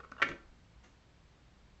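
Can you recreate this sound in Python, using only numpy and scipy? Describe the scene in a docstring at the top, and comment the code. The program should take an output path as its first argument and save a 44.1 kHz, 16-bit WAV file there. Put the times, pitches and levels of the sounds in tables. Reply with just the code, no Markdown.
"""Toilet roll into a plastic wall holder

A small bathroom, one microphone close to the holder. As the roll is pulled down, two hinged arms rub
and tick, then hit their stops one just after the other: a sharp clack. The roll drops onto the arms
with a soft hollow bump and a scuff of paper, and later settles faintly. Behind it are the
reflections of close walls, a little deep rumble, quiet air and the hum of the building."""
import sys
import numpy as np
from scipy import signal
from scipy.fft import rfft, irfft
from scipy.io import wavfile

SR = 44100
rng = np.random.default_rng(int(sys.argv[2]) if len(sys.argv) > 2 else 0)


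def unload_wav(signal):
    """Save mono or channel-first audio to the path in sys.argv[1] as 16-bit WAV at rate SR, clipped to [-1, 1]."""
    wavfile.write(
        sys.argv[1],
        SR,
        np.round(np.clip(np.atleast_2d(signal).T, -1, 1) * 32767).astype(np.int16),
    )


N = 79380
RISE_S, CRACK_T60_S = 0.00043, 0.037
# modes of an arm in mid swing: f/Hz, level/dB, t60/s
ARM_MODES = [(549, -21.5, 0.058), (1129, 2, .03), (1322, 4, .03), (1490, 1.5, 0.047), (1900, -14, .04),
             (2270, -22.5, .03)]


def amp(db):
    """Decibels to gain."""
    return 10 ** (np.asarray(db) / 20)


def unit(x):
    """Scales to rms 1."""
    return x / np.sqrt(np.mean(x ** 2) + 1e-20)


def curve_at(points, hz):
    """Interpolates a table on a log-frequency axis."""
    f, value = np.transpose(points)
    return np.interp(np.log(hz + 1), np.log(f + 1), value)


def add(mix, start, sound):
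    """Mixes a sound in at a start time in seconds."""
    part = mix[max(round(start * SR), 0):][:len(sound)]
    part += sound[:len(part)]


def noise(colour, size):
    """Noise of rms 1 with the given spectrum."""
    gain = amp(curve_at(colour, np.fft.rfftfreq(size, 1 / SR)))
    return unit(irfft(rfft(rng.standard_normal(size)) * gain, size))


def fade(t, rise, t60):
    """Linear rise, exponential decay."""
    return np.minimum(t / rise, 1) * amp(-60 * t / t60)


def ring(modes, t, rise=RISE_S, bright_hz=SR):
    """Decaying modes of alternating sign; a softer contact leaves out the high ones."""
    out = np.zeros(len(t))
    for k, (hz, db, t60) in enumerate(modes):
        gain = (-1) ** k * amp(db) / np.hypot(1, (hz / bright_hz) ** 2)
        out += gain * fade(t, rise, t60) * np.sin(2 * np.pi * hz * t)
    return out


def arm_knocks(t):
    """The arms hit their stops: each blow rings the holder and cracks at the point of contact."""
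    # blows: t/s, level/dB, brightness/Hz, contact time/s, relative crack level/dB
    blows = [(0.2186, -24, 4500, 0.0013, -2), (0.2238, -14, 3610, 0.0011, -7.5),
             (0.2885, -40.5, 3000, 0.0019, 4), (0.3152, -37.5, 4530, 0.00038, -5)]
    # modes of the plastic holder: f/Hz, level/dB, t60/s
    holder_modes = [(393, -24, .12), (566, -18, .08), (1140, -6, .035), (1290, -3, .035), (1370, -2, .06),
                    (1555, -6, .06), (1762, -11, .17), (1845, 0, .03), (2005, -15, .08), (2200, -4, .035),
                    (2395, -7, .045), (2697, -15, .05), (2905, -22, .08), (3248, -24, .06)]
    # spectrum of plastic striking plastic: f/Hz, level/dB
    crack_colour = [(60, -34), (140, -5), (450, -0.5), (800, -5.5), (1020, -3.5), (1350, 6.5), (1650, 0),
                    (1830, 6.5), (2350, 5), (2560, -10.5), (2780, 1), (3400, -6), (4200, -9), (5000, -14),
                    (6600, -22.5), (8000, -34.5)]
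    out = np.zeros(N)
    for start, db, bright_hz, contact, crack_db in blows:
        ringing = .5 * ring(holder_modes, t, contact, bright_hz)
        crack = amp(crack_db) * noise(crack_colour, len(t)) * fade(t, RISE_S, CRACK_T60_S)
        add(out, start, amp(db) * (ringing + crack))
    return out


def arm_catch(t, start=.1195, db=-36.5, thud_hz=235):
    """An arm tips over its catch: one clean knock rings it, with a small thud."""
    thud = amp(-8.5) * fade(t, RISE_S, t60=.035) * np.sin(2 * np.pi * thud_hz * t)
    out = np.zeros(N)
    add(out, start, amp(db) * (.5 * ring(ARM_MODES, t) + thud))
    return out


def dry_ticks(t):
    """Light contacts at the hinge and the cardboard core give bright, quickly damped ticks."""
    # ticks: t/s, level/dB
    ticks = [(0.1168, -47.5), (0.843, -61)]
    # spectrum of a tick: f/Hz, level/dB
    tick_colour = [(150, -6), (600, 7.5), (1000, -5), (2500, 6), (3300, -6.5), (5000, -3), (6500, -12.5),
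                   (8000, -22.5)]
    out = np.zeros(N)
    for start, db in ticks:
        add(out, start, amp(db) * noise(tick_colour, len(t)) * fade(t, RISE_S, t60=.027))
    return out


def hinge_rub(t, clicks_per_s=1300, grit_db=-8):
    """Each slip of a hinge sends a short run of stick-slip clicks into the swinging arm."""
    # slips: t/s, level/dB, length/s
    slips = [(0.0005, -39.5, 0.0057), (0.03, -44, .012), (0.046, -42.5, .003), (0.066, -56, .004),
             (0.093, -56, .004), (0.131, -54, 0.0072), (0.1647, -48, 0.0038), (0.179, -39, .009),
             (0.198, -35.5, .011)]
    # spectrum of dry friction in the hinge: f/Hz, level/dB
    grit_colour = [(60, -15), (200, -4), (500, 8), (850, -1.5), (1400, 0), (2000, -7), (3000, -6.5),
                   (4500, -21), (8000, -31)]
    out = np.zeros(N)
    for start, db, length in slips:
        clicks = rng.standard_normal(len(t))
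        clicks *= (rng.random(len(t)) < clicks_per_s / SR) & (t < length)
        clicks[0] = 1  # every slip opens with a click
        grit = amp(grit_db) * noise(grit_colour, len(t)) * fade(t, RISE_S, CRACK_T60_S)
        arm = .5 * ring(ARM_MODES, t) + grit
        add(out, start, amp(db) * signal.fftconvolve(clicks / np.linalg.norm(clicks), arm))
    return out


def roll_drop(t):
    """The soft roll bumps on the arms and its paper scuffs against them."""
    # bumps: t/s, level/dB
    bumps = [(0.223, -39), (0.285, -47), (0.299, -45.5), (0.336, -62), (0.836, -63)]
    # spectrum of the roll's hollow body: f/Hz, level/dB
    body_colour = [(25, -22.5), (60, -18), (130, 1.5), (210, -2.5), (300, 5), (400, -1.5), (600, -7),
                   (800, -14), (1500, -29), (4000, -53.5)]
    # scuffs: t/s, level/dB, rise/s, t60/s
    scuffs = [(0.284, -48, 0.0032, 0.084), (0.832, -61, 0.0081, 0.3)]
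    # spectrum of rubbing paper: f/Hz, level/dB
    paper_colour = [(150, -33), (600, 1.5), (1500, 4.5), (2500, -1), (3500, -2), (5000, -12), (6500, -1.5),
                    (8000, -17)]
    out = np.zeros(N)
    for start, db in bumps:
        add(out, start, amp(db) * noise(body_colour, len(t)) * fade(t, rise=.0045, t60=.21))
    for start, db, rise, t60 in scuffs:
        add(out, start, amp(db) * noise(paper_colour, len(t)) * fade(t, rise, t60))
    return out


def wall_reflections(direct, db=-8.5, delay_s=.006):
    """Close walls return dense reflections of random sign, each band dying at its own speed."""
    # decay of the bathroom: f/Hz, t60/s
    room_t60 = [(100, 0.15), (400, 0.3648), (1000, 0.44), (2000, 0.2932), (3000, 0.2777), (5000, 0.38),
                (8000, 0.43)]
    # spectrum of the reflections: f/Hz, level/dB
    room_colour = [(100, 0), (400, 3), (750, 1), (1200, -5), (1900, -1), (3000, 0.5), (4500, -1.5),
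                   (8000, -3)]
    spacing = 16  # samples per reflection
    slots = np.arange(0, SR - spacing, spacing)
    taps = np.zeros(SR)
    taps[slots + rng.integers(0, spacing, len(slots))] = rng.choice([-1., 1.], len(slots))
    hz, t, bands = signal.stft(taps, SR, nperseg=256)
    decay = amp(-60 * t / curve_at(room_t60, hz)[:, None])
    colour = amp(curve_at(room_colour, hz))[:, None]
    tail = signal.istft(bands * decay * colour, SR, nperseg=256)[1]
    out = np.zeros(N)
    add(out, delay_s, signal.fftconvolve(direct, tail / np.linalg.norm(tail)))
    return amp(db) * out


def rumble():
    """Short, faint swells of deep bass after the drop."""
    # swells: t/s, level/dB, length/s
    swells = [(0.276, -54.5, .09), (0.399, -57, 0.16)]
    # spectrum of the rumble: f/Hz, level/dB
    bass_colour = [(15, -16.5), (28, 3), (45, -7), (80, -16.5), (200, -37.5), (1000, -85)]
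    out = np.zeros(N)
    for start, db, length in swells:
        swell = np.hanning(round(length * SR))
        add(out, start, amp(db) * swell * noise(bass_colour, SR)[:len(swell)])
    return out


def room_tone(air_db=-62.5, hum_db=-72.5, hum_hz=58.9):
    """Quiet air with the faint hum of the building."""
    # spectrum of the room's air: f/Hz, level/dB
    air_colour = [(20, -14), (38, -7), (52, -0.5), (80, -10), (150, -9), (250, -17.5), (450, -22.5),
                  (1000, -25), (2200, -28.5), (4600, -34), (7800, -41)]
    hum = unit(np.sin(2 * np.pi * (hum_hz * np.arange(N) / SR + rng.random())))
    return amp(air_db) * noise(air_colour, N) + amp(hum_db) * hum


def scene():
    """Holder and roll up close, the bathroom behind them, in mono."""
    t = np.arange(SR // 2) / SR  # half a second for each contact to die away
    direct = arm_knocks(t) + arm_catch(t) + dry_ticks(t) + hinge_rub(t) + roll_drop(t)
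    return (direct + wall_reflections(direct) + rumble() + room_tone())[None]


def record(dry, cutoff_hz=8050):
    """The recorder's band limit cuts off the top treble."""
    lowpass = signal.firwin(301, cutoff_hz, window=("kaiser", 8), fs=SR)
    return signal.oaconvolve(dry, lowpass[None], "same")


dry = scene()
out = record(dry)
unload_wav(out)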